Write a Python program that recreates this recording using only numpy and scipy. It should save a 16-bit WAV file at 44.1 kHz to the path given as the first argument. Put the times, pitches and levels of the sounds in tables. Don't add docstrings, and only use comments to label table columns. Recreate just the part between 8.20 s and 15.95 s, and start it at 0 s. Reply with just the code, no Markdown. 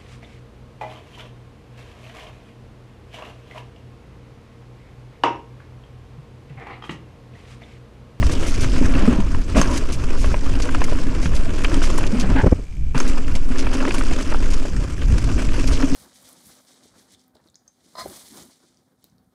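import sys
import numpy as np
from scipy import signal
from scipy.fft import rfft, irfft, next_fast_len
from scipy.io import wavfile
from scipy.ndimage import uniform_filter1d, map_coordinates

SR = 44100
rng = np.random.default_rng(int(sys.argv[2]) if len(sys.argv) > 2 else 0)


def output_pcm(signal):
    pcm = np.clip(np.atleast_2d(signal).T, -1, 1) * 32767
    wavfile.write(sys.argv[1], SR, np.round(pcm).astype(np.int16))


N = 341775


def amp(db):
    return 10 ** (np.asarray(db) / 20)


def unit(x):
    return x / np.sqrt(np.mean(x ** 2) + 1e-20)


def curves(rows):
    s, *cols = np.transpose(rows)
    return [np.interp(np.arange(N) / SR, s, c) for c in cols]


def wobble(rate_hz):
    knots = rng.standard_normal(int(N * rate_hz / SR) + 4)
    return map_coordinates(knots, [np.arange(N) * rate_hz / SR])


def filtered(x, response):
    m = next_fast_len(N + SR // 2)
    return irfft(rfft(x, m) * response(np.fft.rfftfreq(m, 1 / SR)), m)[..., :N]


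def coloured(x, points):
    f, db = np.transpose(points)
    return filtered(x, lambda hz: unit(amp(np.interp(np.log(hz + 0.11), np.log(f), db, -120, -120))))


def resonant(x, modes, top_hz):
    def response(f):
        peaks = sum(amp(db) * 1j * f * w / (c * c - f * f + 1j * f * w) for c, w, db in modes)
        return peaks / (1 + 1j * f / top_hz) ** 2
    return unit(filtered(x, response))


def contacts(per_s, spread_db, life_s, share):
    size = np.minimum(rng.exponential(size=N), np.e)
    starts = (rng.random(N) < per_s / SR) * amp(spread_db * size)
    fade = [1, -np.exp(-1 / (life_s * SR))]
    swells = signal.lfilter([1], fade, signal.lfilter([1], fade, starts))
    return 1 + share * unit(swells)


def grit(per_s, spread_db, life_s, share):
    return unit(rng.standard_normal(N) * contacts(per_s, spread_db, life_s, share))


def knocks(count, centre_hz, cycles):
    when, pitch = rng.random(count), rng.standard_normal(count)
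    size = np.minimum(rng.exponential(size=count), np.e)
    hz, k = centre_hz * np.exp(.25 * pitch)[:, None], np.arange(SR // 50)
    turns = hz * k / SR
    grains = amp(2.2 * size)[:, None] * turns * np.exp(-turns / cycles) * np.sin(2 * np.pi * turns)
    index = (when * N).astype(int)[:, None] + k
    return unit(np.bincount(index.ravel(), grains.ravel(), minlength=N)[:N])


def patchy(x, depth_db):
    z = signal.stft(x, nperseg=256)[2]
    field = uniform_filter1d(rng.standard_normal(z.shape), size=7, axis=0)
    field = uniform_filter1d(field, size=17, axis=1)
    return unit(signal.istft(z * amp(depth_db * unit(field)), nperseg=256)[1][:N])


def ring(modes, t, detune):
    return sum(amp(db + rng.normal(0, 1.1) - 60 * t / t60) * np.sin(2 * np.pi * hz * rng.normal(1, detune) * t)
               for hz, db, t60 in modes)


def add(track, s, sound):
    part = track[max(round(s * SR), 0):][:len(sound)]
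    part += sound[:len(part)]


# on the ramp, take-off and landing in seconds, fade in the air in dB per second,
# deepest fade in dB.
JUMP_TIMES = [(0.68, 0.915, 1.355, 73, 10), (3.893, 4.195, 4.748, 90, 31)]
RAMP_EDGE_S, TOUCH_DOWN_S = 0.064, 0.008


def jumps():
    t, edge = np.arange(N) / SR, RAMP_EDGE_S
    ramp = sum(np.interp(t, [on, on + edge, off, off + edge], [0, 1, 1, 0]) for on, off, *_ in JUMP_TIMES)
    fade_db = np.zeros(N)
    for _, off, land, rate, deepest in JUMP_TIMES:
        air_s = np.interp(t, [off, land - TOUCH_DOWN_S, land], [0, land - off, 0])
        fade_db -= np.minimum(rate * air_s, deepest)
    return ramp, fade_db


# time in seconds, heave in dB, buffet in dB; calm over the second jump.
WIND_LEVELS = [(0.0, -15.5, -19.5), (1.4, -12.5, -19.5), (3.2, -8, -20.5), (3.84, -10, -23.5),
               (4.19, -9.5, -19), (4.24, -31, -31.5), (4.74, -20.5, -27.5), (4.78, 3, -25),
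               (5.05, -17, -26.5), (6.4, -6, -25), (6.55, -21.5, -13.5), (6.75, -20.5, -20.5),
               (7.0, -16.5, -15.5), (7.75, -7.5, -25)]
# frequency in Hz, density in dB per Hz.
HEAVE_SPECTRUM = [(2, -14), (5, -13), (10, 0.5), (20, -11), (30, -17), (60, -72)]
BUFFET_SPECTRUM = [(15, -61), (30, 1), (60, -2.5), (120, -13), (300, -28.5), (700, -57), (2000, -104)]
HISS_SPECTRUM = [(300, -4), (1000, -10.5), (4000, -19), (8500, -21), (13000, -43)]
HISS_DB, CAPSULE_LIMIT = -56, 0.45


def wind():
    heave_db, buffet_db = curves(WIND_LEVELS)
    gust = wobble(9)
    heave = unit(coloured(rng.standard_normal(N), HEAVE_SPECTRUM))
    buffet = unit(coloured(rng.standard_normal(N), BUFFET_SPECTRUM))
    pressure = amp(heave_db + 2.9 * gust) * heave
    pressure += amp(buffet_db + 2.5 * gust + 2.37 * wobble(14)) * buffet
    flattened = pressure / (1 + np.abs(pressure / CAPSULE_LIMIT) ** 6.8) ** (1 / 6.1)
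    return flattened + amp(HISS_DB) * coloured(rng.standard_normal(N), HISS_SPECTRUM)


WHINE_HZ, WHINE_WIDTH_HZ, WHINE_DB = 7580, 45, -63


def whine():
    band = resonant(grit(100, 2.7, 0.0023, 0.45), [(WHINE_HZ, WHINE_WIDTH_HZ, 0)], top_hz=20000)
    return amp(WHINE_DB + 1.2 * wobble(3) + jumps()[1]) * band


# time in seconds, ticks per second, level in dB; end rows hold outward.
RATCHET = [(4.4, 69, -43.5), (4.75, 71.5, -43.5)]
# frequency in Hz, level in dB, 60 dB decay in seconds.
HUB_MODES = [(2350, 0, .017), (2930, -5, .01), (6380, -10, .015), (7550, -13, .02)]
TICK_AT_S, TICK_SCATTER_DB = 4.467, 2


def freewheel():
    rate, level_db = curves(RATCHET)
    teeth = np.cumsum(rate) / SR
    teeth -= teeth[round(TICK_AT_S * SR)]
    out, t = np.zeros(N), np.arange(SR // 40) / SR
    rise = 1 - np.exp(-t / 0.00028)
    for i in np.flatnonzero(np.diff(np.floor(teeth))):
        click = ring(HUB_MODES, t, detune=.018) + .4 * amp(-60 * t / .006) * rng.standard_normal(len(t))
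        gain = amp(rng.normal(level_db[i], TICK_SCATTER_DB))
        add(out, i / SR + rng.normal(0, 0.00056), gain * click * rise)
    return out


# middle in seconds,
# level in dB, half length in seconds, pitch as a ratio to the modes.
HOLLOW_CREAKS = [(0.767, -34.5, 0.049, 0.69), (0.984, -35.5, 0.062, 0.59), (1.513, -32, 0.067, 0.606),
                 (4.192, -23, 0.028, 0.97)]
# frequency in Hz, width in Hz, level in dB.
CREAK_MODES = [(946, 190, 14.5), (1640, 150, 16.5), (2050, 210, -11)]


def creak():
    t, slips, out = np.arange(N) / SR, grit(270, 3, 0.0004, 0.44), np.zeros(N)
    for s, db, half_s, pitch in HOLLOW_CREAKS:
        modes = np.array(CREAK_MODES) * [pitch, pitch, 1]
        out += amp(db) * np.exp(-((t - s) / half_s) ** 4) * resonant(slips, modes, top_hz=3000)
    return out


# start in seconds, level in dB.
CHAIN_SLAPS = [(1.4148, -13), (4.802, -17.5)]
# frequency in Hz, level in dB, 60 dB decay in seconds.
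CHAIN_MODES = [(6350, 0, .03), (5400, -4, .014), (7400, -7, .014)]


def chain():
    out, t = np.zeros(N), np.arange(SR // 10) / SR
    for s, db in CHAIN_SLAPS:
        add(out, s, amp(db) * ring(CHAIN_MODES, t, detune=0.0026))
    return out


# start in seconds, level in dB, swell time in seconds,
# top octave against the rest in dB.
LEAF_HEAPS = [(0.116, -31.5, 0.005, 3), (0.266, -31, 0.011, 2), (0.339, -32, 0.0061, -6),
              (0.404, -32, 0.012, 0.5), (1.364, -26.5, 0.012, -1), (1.414, -27.5, 0.0048, -5),
              (1.531, -32.5, 0.0095, -3), (1.57, -27.5, 0.0042, 1.5), (1.721, -30, 0.0084, -1),
              (1.975, -36.5, 0.034, -1), (2.419, -26, 0.0043, -4.5), (2.64, -27.5, 0.0023, 3),
              (3.017, -33, 0.018, -6), (3.147, -31.5, 0.0089, -2), (3.437, -33, 0.004, 4),
              (3.625, -28.5, 0.013, -3), (3.778, -27.5, 0.0029, 6.5), (3.865, -27.5, 0.0029, -5),
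              (3.996, -25, 0.0065, -5), (4.777, -29.5, 0.0049, 0), (4.8, -35.5, 0.014, -4),
              (4.876, -32, 0.0073, 0), (5.151, -32.5, 0.0053, -1.5), (5.382, -28, 0.0085, -5.5),
              (5.531, -31.5, 0.0072, -0.5), (5.74, -34, 0.0044, 7), (5.781, -33.5, 0.0064, 3),
              (6.302, -33, 0.0078, -1), (6.334, -27.5, 0.003, -4.5), (6.981, -29.5, 0.0025, -2),
              (7.471, -28, 0.0052, -1), (7.518, -29.5, 0.013, -9)]
# frequency in Hz, density in dB per Hz.
CRISP_SPECTRUM = [(2000, 4), (3500, -1.5), (4900, 2.5), (6300, 5), (8500, -2), (10500, -5), (11800, -19),
                  (13000, -19), (15000, -27)]
TOP_OCTAVE_HZ = 7300


def crunches():
    burst, t = np.zeros((2, N)), np.arange(SR // 4) / SR
    for s, db, swell_s, top_db in LEAF_HEAPS:
        x = t / swell_s
        shape = amp(db) * (x * np.exp(1 - x)) ** 0.49 / (1 + (x / 5) ** 4)
        add(burst[0], s, shape)
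        add(burst[1], s, amp(top_db) * shape)
    breaks = coloured(burst * [grit(900, 7.0, 0.00024, 0.8) for _ in burst], CRISP_SPECTRUM)

    def split(hz):
        high = 1 / (1 + (TOP_OCTAVE_HZ / (hz + 1)) ** 6)
        return np.array([1 - high, high])
    return filtered(breaks, split).sum(axis=0)


# middle in seconds, level in dB, pitch in Hz,
# half length in seconds, puff over the knock in dB.
DEAD_KNOCKS = [(1.349, -14, 60, 0.0055, -11), (1.386, -8, 45, 0.022, -6.5), (4.242, -4.5, 96, 0.0078, -7),
               (4.269, -10.5, 179, 0.0074, -0.5), (4.273, -3.5, 42, 0.011, -14.5),
               (4.327, -3, 62, 0.0066, -9), (4.394, -27.5, 120, 0.011, -4)]
# frequency in Hz, density in dB per Hz.
KNOCK_PUFF_SPECTRUM = [(100, 2), (250, 2.5), (550, -5.5), (1000, -19.5), (2500, -36)]


def top_out():
    t, push, rough = np.arange(N) / SR, np.zeros(N), np.zeros(N)
    for s, db, hz, half_s, puff_db in DEAD_KNOCKS:
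        bell = amp(db) * np.exp(-((t - s) / half_s) ** 2)
        push += bell * np.sin(2 * np.pi * hz * (t - s))
        rough += bell * amp(puff_db)
    return push + rough * coloured(rng.standard_normal(N), KNOCK_PUFF_SPECTRUM)


# frequency in Hz, width in Hz, level in dB.
PLANK_MODES = [(197, 25, 8.5), (247, 12, 11.5), (560, 230, -14.5), (1030, 73, -21), (1340, 760, -18.5)]
PLANKS_DB = -24


def planks():
    rumble = resonant(grit(80, 7.0, 0.0057, 0.55), PLANK_MODES, top_hz=2520)
    return amp(PLANKS_DB + 1.1 * wobble(24.8)) * jumps()[0] * rumble


# start in seconds, level in dB, pitch in Hz.
TYRE_BLOWS = [(0.611, -13.5, 247), (0.748, -17.5, 272), (0.877, -8.5, 246), (0.915, -17, 243),
              (0.986, -14.5, 201), (3.055, -18.5, 177), (3.525, -20.5, 308), (3.568, -16.5, 275),
              (3.927, -16, 222), (4.089, -15.5, 246), (4.155, -13.5, 260), (4.75, -20, 134),
              (5.303, -20, 255), (5.548, -16, 259), (7.163, -19.5, 256), (7.634, -13, 268),
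              (7.723, -16.5, 270)]
# frequency in Hz, density in dB per Hz.
PUFF_SPECTRUM = [(60, 11.5), (300, 5), (700, -12.5), (2500, -38)]
THUMP_T60_S, THUMP_RISE_S = .085, .012
PUFF_T60_S, PUFF_RISE_S, PUFF_DB = 0.045, 0.0031, 5.5


def thumps():
    out, puff, t = np.zeros(N), np.zeros(N), np.arange(SR // 5) / SR
    tone = amp(-60 * t / THUMP_T60_S) * (1 - np.exp(-t / THUMP_RISE_S))
    burst = amp(-60 * t / PUFF_T60_S) * (1 - np.exp(-t / PUFF_RISE_S))
    for s, db, hz in TYRE_BLOWS:
        add(out, s, amp(db) * tone / tone.max() * np.sin(2 * np.pi * hz * t))
        add(puff, s, amp(db) * burst)
    return out + amp(PUFF_DB) * coloured(puff * rng.standard_normal(N), PUFF_SPECTRUM)


# start in seconds, level in dB, ring pitch in Hz.
FRAME_JOLTS = [(0.026, -14, 1070), (0.094, -25, 1140), (0.737, -21, 2730), (0.751, -18.5, 2780),
               (0.784, -23, 2400), (1.146, -23.5, 976), (1.348, -21, 1960), (1.367, -13, 633),
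               (1.382, -13.5, 1610), (1.414, -13, 1350), (1.429, -22, 1330), (2.043, -17.5, 1104),
               (2.141, -15.5, 1000), (2.488, -19.5, 1140), (2.547, -16, 1035), (2.616, -13.5, 1035),
               (2.681, -24, 1050), (2.722, -18.5, 470), (3.057, -20, 1640), (3.439, -24, 1080),
               (3.446, -10, 2360), (3.516, -21, 1200), (3.617, -21.5, 1400), (3.638, -22, 1250),
               (3.783, -16.5, 974), (3.838, -20, 2680), (4.158, -19, 516), (4.748, -25.5, 840),
               (4.775, -23.5, 1530), (4.802, -17, 1460), (5.467, -19, 925), (5.53, -19.5, 1610),
               (5.552, -23, 2900), (5.603, -19.5, 1810), (5.65, -14.5, 1210), (5.676, -17.5, 980),
               (5.707, -17, 2700), (5.744, -17.5, 935), (5.809, -18.5, 1310), (6.123, -18, 900),
               (6.144, -17.5, 810), (6.452, -23.5, 572), (6.817, -23, 2150), (6.982, -22, 1145),
               (7.287, -23, 2650), (7.597, -23, 1090), (7.627, -17.5, 1190)]
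JOLT_T60_S, JOLT_RISE_S = 0.031, .0013
JOLT_RING_CYCLES = 24
FRAME_HZ, FRAME_DB = 584, -3
RATTLE_Q, RATTLE_DB, RATTLE_WIDE = 0.92, 3, 0.24


def jolts():
    out, t = np.zeros(N), np.arange(SR // 5) / SR
    rise = 1 - np.exp(-t / JOLT_RISE_S)
    frame = [(hz, db + 2.0 * np.log2(hz / 1000)) for hz, db in TREAD_SPECTRUM]
    rattle = np.pad(coloured(grit(900, 4, 0.0004, 0.5), frame), (0, len(t)))
    for s, db, hz in FRAME_JOLTS:
        shape = amp(db - 60 * t / JOLT_T60_S) * rise
        burst = shape * rattle[round(s * SR):][:len(t)]
        near_pitch = signal.lfilter(*signal.iirpeak(hz, RATTLE_Q, SR), burst)
        add(out, s, RATTLE_WIDE * burst + amp(RATTLE_DB) * near_pitch)
        ring_shape = amp(db - 60 * t * hz / JOLT_RING_CYCLES) * rise
        overtone = np.sin(2 * np.pi * rng.uniform(1.3, 2.1) * hz * t)
        add(out, s, ring_shape * (np.sin(2 * np.pi * hz * t) + .5 * overtone))
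        frame_ring = np.sin(2 * np.pi * FRAME_HZ * rng.normal(1, 0.045) * t)
        add(out, s, amp(FRAME_DB) * FRAME_HZ / hz * shape * frame_ring)
    return out


# time in seconds, roughness as tread in dB, leaf cover over it in dB.
TRAIL_SURFACE = [(0.0, -36, -3.5), (0.54, -32, -5.5), (0.9, -28.5, -12.5), (1.36, -27, -10.5),
                 (1.44, -29, -9.5), (1.57, -30.5, -6.5), (1.68, -37.5, -9), (2.6, -32.5, -7),
                 (3.09, -37, -9.5), (3.7, -32.5, -6.5), (4.1, -34, -11), (4.75, -30, -12.5),
                 (4.93, -34, -9), (5.24, -40, -8), (5.41, -33, -9.5), (5.7, -30, -8), (6.7, -40.5, -5),
                 (7.3, -33.5, -7), (7.75, -31, -5)]
# frequency in Hz, width in Hz, level in dB.
DRUM_MODES = [(261, 21, 15.5), (216, 66, 4)]
# frequency in Hz, density in dB per Hz.
TREAD_SPECTRUM = [(300, 9), (420, 3), (610, 0), (780, -9.5), (1000, -3), (1600, -6), (2000, -12),
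                  (2600, -8.5), (3500, -19), (5000, -28)]
LEAF_SPECTRUM = [(1500, 3.5), (3000, 5.5), (3900, -2), (4900, 4), (6300, 3), (8500, -2), (10500, -8.5),
                 (11800, -20.5), (15200, -22.5)]
DRUM_OVER_DB, DRUM_GROWS = 3.5, 1.07
AIR_DRUM, AIR_LEAVES = 1.03, 0.6


def tyres():
    rough_db, cover_db = curves(TRAIL_SURFACE)
    fade_db = jumps()[1]
    mean_db = rough_db.mean()
    tread_db = rough_db + fade_db
    drum_db = mean_db + DRUM_OVER_DB + DRUM_GROWS * (rough_db - mean_db) + AIR_DRUM * fade_db
    leaves_db = rough_db + cover_db + AIR_LEAVES * fade_db
    lumps, stones = wobble(30), contacts(90, 4.4, 0.002, 0.67)
    drum = amp(drum_db + 0.4 * lumps) * resonant(grit(65, 5.0, 0.0039, 0.24), DRUM_MODES, top_hz=890)
    rolling = coloured(patchy(stones * rng.standard_normal(N), depth_db=1.5), TREAD_SPECTRUM)
    rolling += amp(-13) * knocks(count=350, centre_hz=1370, cycles=1.4)
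    clods = amp(-10.5) * knocks(count=160, centre_hz=506.0, cycles=3.4)
    tread = amp(tread_db + 2.12 * lumps) * (rolling + clods)
    stirred = patchy(stones ** 0.82 * grit(300, 3.1, 0.00097, 0.29), depth_db=2.0)
    leaves = amp(leaves_db + 1.04 * lumps) * coloured(stirred, LEAF_SPECTRUM)
    single_breaks = coloured(knocks(count=900, centre_hz=5200, cycles=.7), LEAF_SPECTRUM)
    return drum + tread + leaves + amp(leaves_db - 11.5) * single_breaks


def scene():
    air = wind() + whine()
    bike = freewheel() + creak() + chain() + top_out() + jolts()
    ground = crunches() + planks() + thumps() + tyres()
    return (air + bike + ground)[None]


TOP_HZ = 15250


def record(dry):
    clipped = dry / (1 + np.abs(dry) ** 8) ** (1 / 8)
    return filtered(clipped, lambda hz: hz < TOP_HZ)


dry = scene()
out = record(dry)
output_pcm(out)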